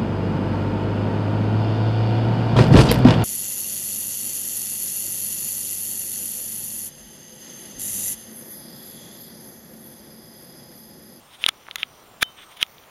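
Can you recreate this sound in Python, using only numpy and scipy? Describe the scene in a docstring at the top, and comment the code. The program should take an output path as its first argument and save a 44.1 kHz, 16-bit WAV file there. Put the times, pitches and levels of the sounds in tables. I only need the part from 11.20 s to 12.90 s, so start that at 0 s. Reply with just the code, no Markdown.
"""Outdoors above some landed catfish: handling noise close to the microphone of a hand-held camera.
The plastic case creaks: it rubs, sticks and lets go in sharp clicks that overload the input;
one rasp sets a small metal part ringing. Behind it lie a soft outdoor hiss, a thin high sizzle
and faint wavering high whines, perhaps the lens motor. The whines carry an added digital
recording texture: a 43 Hz flutter with a small pitch dip."""
import sys
import numpy as np
from scipy import signal
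from scipy.fft import rfft, irfft
from scipy.io import wavfile
from scipy.ndimage import uniform_filter1d

SR = 44100
rng = np.random.default_rng(int(sys.argv[2]) if len(sys.argv) > 2 else 0)


def transcribe(u):
    """Save the signal u as a 16-bit wav file named by the first command-line argument.

    u: samples, shape (n,) or (channels, n), limited to [-1, 1]; the rate is SR.
    q: integer samples, one column per channel.
    """
    v = np.clip(np.atleast_2d(u).T, -1, 1)
    q = np.round(v * 32767).astype(np.int16)
    wavfile.write(sys.argv[1], SR, q)


N = 74970
TIME_S, FREQ_HZ = np.arange(N) / SR, np.fft.rfftfreq(N, 1 / SR)

# modes of the plastic case: f/Hz, relative level/dB, t60/s
CASE_MODES = [(1300, -3, 0.021), (1700, -4.5, 0.012), (2060, 4.5, 0.012), (2270, -32, 0.0086),
              (3050, -24, 0.016), (3380, 10, 0.01), (3620, -1, 0.016), (3880, -22, 0.01)]
CASE_DELAY_S = 0.001055


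def amp(db):
    """Decibels to gain."""
    return 10 ** (np.asarray(db) / 20)


def unit(x):
    """Scale to rms 1."""
    return x / np.sqrt(np.mean(x ** 2) + 1e-20)


def spectrum_db(points, hz=FREQ_HZ):
    """Interpolate a spectrum over log frequency."""
    f, db = np.transpose(points)
    return np.interp(np.log(hz + 1), np.log(f), db)


def add(mix, at_s, sound):
    """Mix a sound in, in place."""
    part = mix[round(at_s * SR):][:len(sound)]
    part += sound[:len(part)]


def colour(x, db):
    """Minimum-phase filter, one gain per FFT bin."""
    cepstrum = irfft(np.log(amp(db)), N)
    cepstrum[1:N // 2] *= 2
    cepstrum[N // 2 + 1:] = 0
    return irfft(rfft(x) * np.exp(rfft(cepstrum)), N)


def drift(samples):
    """Smoothed noise, rms 1."""
    return unit(uniform_filter1d(rng.standard_normal(N), size=samples))


def clicks(crack_s=0.00076):
    """The stuck shell lets go: a few cycles of flexing, a gritty crack, a push and a short ring."""
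    # t/s, level/dB, f/Hz, swell/ms, crack trim/dB, push trim/dB, ring trim/dB
    releases = [(0.2399, -1.5, 2870, 0.52, -30, -59, -25), (0.2633, 5.5, 3384, .55, -27, -22, -27),
                (0.4676, -31, 1970, 0.33, -26, -28, -27), (0.4823, -31, 1700, 0.17, -25, -24, -24),
                (0.4857, -22, 1300, 0.35, -28, -28, -31), (0.5115, -16, 3220, 0.34, -22.5, -38, -20),
                (0.5576, -20.5, 3420, 1.3, 5.5, -35, -3.5), (0.6313, -4, 2820, 0.46, -41, -60, -21),
                (.2884, -8, 2980, 0.4, -2, -13.5, -21), (.2906, -9, 3380, 1.22, -36, -44, -25),
                (1.0244, -6.5, 1560, 0.37, -39, -47, -15), (1.0271, -12, 1686, 1.9, -4.5, -22, -25),
                (1.0286, -3.5, 3190, 0.49, -10, -14.5, -20), (1.0293, -6, 3510, 1.1, -28, -26, -36),
                (1.0398, -44.5, 5500, 0.26, 11, -30, -27), (1.4279, 2, 2880, 0.56, -13.5, -45, -18),
                (1.465, -37, 6700, .32, -5, -31, -23), (1.5827, -33.5, 3460, 0.47, -18, -34, -24),
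                (1.637, -45, 3330, 0.9, -20, -34, -23)]
    # crack filter: f/Hz, gain/dB
    crack_filter = [(100, -37), (900, -15), (1300, -6), (1550, -2), (2300, 9), (3750, 5), (4300, -6),
                    (5800, 5), (6400, 4.5), (8500, -23), (10000, 2), (11500, -20.5), (13300, -2.5),
                    (16000, -15)]
    out, cracks, t = np.zeros(N), np.zeros(N), TIME_S[:SR // 20]
    for at_s, db, hz, swell_ms, crack_db, push_db, ring_db in releases:
        age = t / (swell_ms / 1000)
        flex = (age * np.exp(1 - age)) ** 2.58 * np.sin(2 * np.pi * hz * t)
        add(out, at_s, amp(db) * (flex - amp(push_db) * push(t)))
        add(out, at_s + CASE_DELAY_S, amp(db + ring_db) * ring(CASE_MODES, t))
        grit = rng.standard_normal(len(t)) * np.exp(-t / crack_s)
        crack = (t == 0) + grit / np.linalg.norm(grit)
        add(cracks, at_s + 0.0002, 5 * amp(db + crack_db) * crack)
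    return out + colour(cracks, spectrum_db(crack_filter))


def push(t, peak_s=0.00014):
    """One short, low pressure pulse."""
    return t / peak_s * np.exp(1 - t / peak_s)


def ring(modes, t, rise_s=0.00045):
    """Damped modes with a soft onset."""
    onset = 1 - np.exp(-(t / rise_s) ** 2)
    return onset * sum(amp(db - 60 * t / t60) * np.sin(2 * np.pi * hz * t) for hz, db, t60 in modes)


def rasps(ring_db=-13):
    """Hard slips swell within milliseconds, break off and leave the case ringing."""
    # peak t/s, build/s, release/s, level/dB, push trim/dB
    slips = [(0.2898, 0.0065, 0.0019, -9.5, -39), (1.0293, 0.0054, 0.0011, -9.5, -10.5)]
    # hard friction spectrum: f/Hz, relative level/dB
    spectrum = [(60, -28), (400, -17.5), (900, -8.5), (1700, -0.5), (2600, -2.5), (3400, -11),
                (4400, -10.5), (7000, -16), (8600, -15.5), (10000, -8.5), (12000, -22), (16000, -23)]
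    out, t = np.zeros(N), TIME_S[:SR // 20]
    for at_s, build_s, release_s, db, push_db in slips:
        out += amp(db) * stroke(at_s, build_s, release_s) * friction(spectrum_db(spectrum))
        add(out, at_s, -amp(db + push_db) * push(t))
        add(out, at_s + CASE_DELAY_S, amp(db + ring_db) * ring(CASE_MODES, t))
    return out


def rubs():
    """Soft friction through the resonances of the case."""
    # peak t/s, build/s, release/s, level/dB, treble shelf/dB
    strokes = [(0.151, 0.061, 0.019, -45.5, 3), (0.231, 0.034, .035, -38, 5),
               (0.272, 0.023, 0.035, -36.5, -14), (0.584, 0.0018, 0.004, -32.5, -2),
               (0.6, 0.026, 0.026, -37, 3), (0.627, 0.03, 0.018, -39, 0), (1.013, 0.0029, 0.017, -30.5, -5),
               (1.0236, 0.0092, 0.0047, -22, 15), (1.189, 0.022, 0.024, -44, -20),
               (1.232, 0.052, 0.022, -46, -5), (1.316, 0.027, 0.047, -48.5, 4),
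               (1.371, 0.0063, 0.013, -40.5, 8), (1.406, 0.021, 0.0082, -39, -9),
               (1.415, 0.0073, 0.024, -27, 4)]
    # soft friction spectrum: f/Hz, relative level/dB
    spectrum = [(100, -18.5), (700, -17.5), (1300, -9), (1600, -8), (2050, -2.5), (2700, -4.5), (3200, 1.5),
                (3570, 2.5), (4150, -13.5), (6500, -18), (8800, -28.5), (9700, -13.5), (11500, -24.5),
                (16000, -22.5)]
    out, shelf = np.zeros(N), 1 - 1 / (1 + (FREQ_HZ / 5500) ** 4)
    for at_s, build_s, release_s, db, treble_db in strokes:
        shape_db = spectrum_db(spectrum) + treble_db * shelf
        out += amp(db) * stroke(at_s, build_s, release_s) * friction(shape_db)
    return out


def friction(shape_db, slips_per_s=5700, spread_db=2):
    """Dense tiny slips of uneven size, levelled and filtered; rms 1."""
    size = amp(spread_db * np.minimum(rng.exponential(1, N), 3))
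    slips = size * rng.choice([-1, 1], N) * (rng.random(N) < slips_per_s / SR)
    local_rms = np.sqrt(abs(uniform_filter1d(slips ** 2, size=220)) + 1e-3)
    return unit(colour(slips / local_rms, shape_db))


def stroke(peak_s, build_s, release_s, drop_db=15.5):
    """Envelope: pressure builds to a peak, then lets go."""
    away = np.where(TIME_S < peak_s, (peak_s - TIME_S) / build_s, (TIME_S - peak_s) / release_s)
    return amp(-drop_db * away ** 1.26)


def ping(at_s=1.029):
    """A small metal part rings on after the second rasp."""
    # metal modes: f/Hz
    modes_hz = [3065, 3685]
    # their decays: level/dB, t60/s
    decays = [(-27.5, .2), (-46, 0.36)]
    modes = [(hz, db, t60) for hz, (db, t60) in zip(modes_hz, decays)]
    out = np.zeros(N)
    add(out, at_s, ring(modes, TIME_S))
    return out


def whines(flutter_hz=43, flutter_depth=0.5, flutter_dip_hz=202, fade_s=0.01):
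    """Faint wavering high whines, perhaps the lens motor; flutter and dip are added digital texture."""
    # start/s, end/s, f/Hz, level/dB, rms waver/Hz
    tones = [(0, 0.303, 8430, -65.5, 89), (0.108, 0.284, 8430, -62.5, 80), (0.332, 0.493, 5830, -65, 170),
             (0.658, .84, 5880, -63, 168), (.68, 1.16, 8410, -71, 100), (.86, 1.015, 7380, -67, 110),
             (1.092, 1.347, 5890, -66.5, 190), (1.157, 1.344, 8420, -61.5, 80),
             (1.47, 1.65, 5890, -65, 190)]
    out, cycle = np.zeros(N), flutter_hz * TIME_S % 1
    flutter = 1 - flutter_depth * np.cos(2 * np.pi * cycle)
    for start_s, end_s, hz, db, waver_hz in tones:
        pitch_hz = hz + waver_hz * drift(90) + flutter_dip_hz * (0.5 - cycle)
        tone = np.sqrt(2) * np.sin(2 * np.pi * np.cumsum(pitch_hz) / SR)
        gate = np.clip(np.minimum(TIME_S - start_s, end_s - TIME_S) / fade_s, 0, 1)
        out += amp(db) * tone * gate * flutter
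    return out


def sizzle(centre_hz=14600, width_hz=1400, pulses_per_s=105):
    """Thin high noise in fast, slightly uneven pulses, perhaps an insect."""
    # envelope: t/s, level/dB
    levels = [(0, -76), (.55, -77), (.7, -67), (1.4, -66), (1.5, -57.5), (1.7, -67)]
    passband = np.exp(-((FREQ_HZ - centre_hz) / width_hz) ** 2)
    band = irfft(rfft(rng.standard_normal(N)) * passband, N)
    rate_hz = pulses_per_s * (1 + 0.15 * drift(900))
    pulses = np.sin(np.pi * np.cumsum(rate_hz) / SR) ** 4
    return amp(np.interp(TIME_S, *np.transpose(levels))) * unit(band * pulses)


def air(level_db=-51, patch_db=1.5):
    """Steady outdoor hiss with slight drifting patches."""
    # hiss spectrum: f/Hz, relative level/dB
    spectrum = [(20, -93.5), (100, -83.5), (300, -85.5), (800, -83), (1200, -83.5), (1700, -89.5),
                (2500, -91), (3300, -91), (4500, -96), (7000, -99), (10000, -99), (12500, -103),
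                (15000, -99)]
    hz, _, bins = signal.stft(rng.standard_normal(N), SR, nperseg=1024)
    patches = uniform_filter1d(rng.standard_normal(bins.shape), size=12, axis=0)
    patches = unit(uniform_filter1d(patches, size=12, axis=1))
    bins *= amp(spectrum_db(spectrum, hz)[:, None] + patch_db * patches)
    return amp(level_db) * unit(signal.istft(bins, SR)[1][:N])


def scene():
    """All sources at one microphone."""
    return (clicks() + rubs() + rasps() + ping() + whines() + air() + sizzle())[None]


def record(dry):
    """Treble notch, overload, gain control that dips after loud hits, band limit."""
    notch_hz, notch_width_hz, ceiling, cutoff_hz = 7874, 390, 0.9, 16000
    threshold_db, duck_share, recover_db_per_s, smooth_s = -18.5, 0.63, 185, 0.0028
    notch = 1 - 0.85 * np.exp(-((FREQ_HZ - notch_hz) / notch_width_hz) ** 4)
    x = irfft(rfft(dry[0]) * notch, N)
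    x = x / (1 + (x / ceiling) ** 6) ** (1 / 6)
    pole = np.exp(-1 / (smooth_s * SR))
    power_db = 10 * np.log10(signal.lfilter([1 - pole], [1, -pole], x ** 2) + 1e-12)
    ramp_db = TIME_S * recover_db_per_s
    held_db = np.maximum.accumulate(power_db + ramp_db) - ramp_db  # decaying peak hold
    over_db = np.maximum(held_db - threshold_db, 0)
    x = x * amp(-duck_share * signal.lfilter([1 - pole], [1, -pole], over_db))
    lowpass = signal.firwin(255, cutoff_hz, window=("kaiser", 8), fs=SR)
    return signal.oaconvolve(x, lowpass, "same")[None]


dry = scene()
out = record(dry)
transcribe(out)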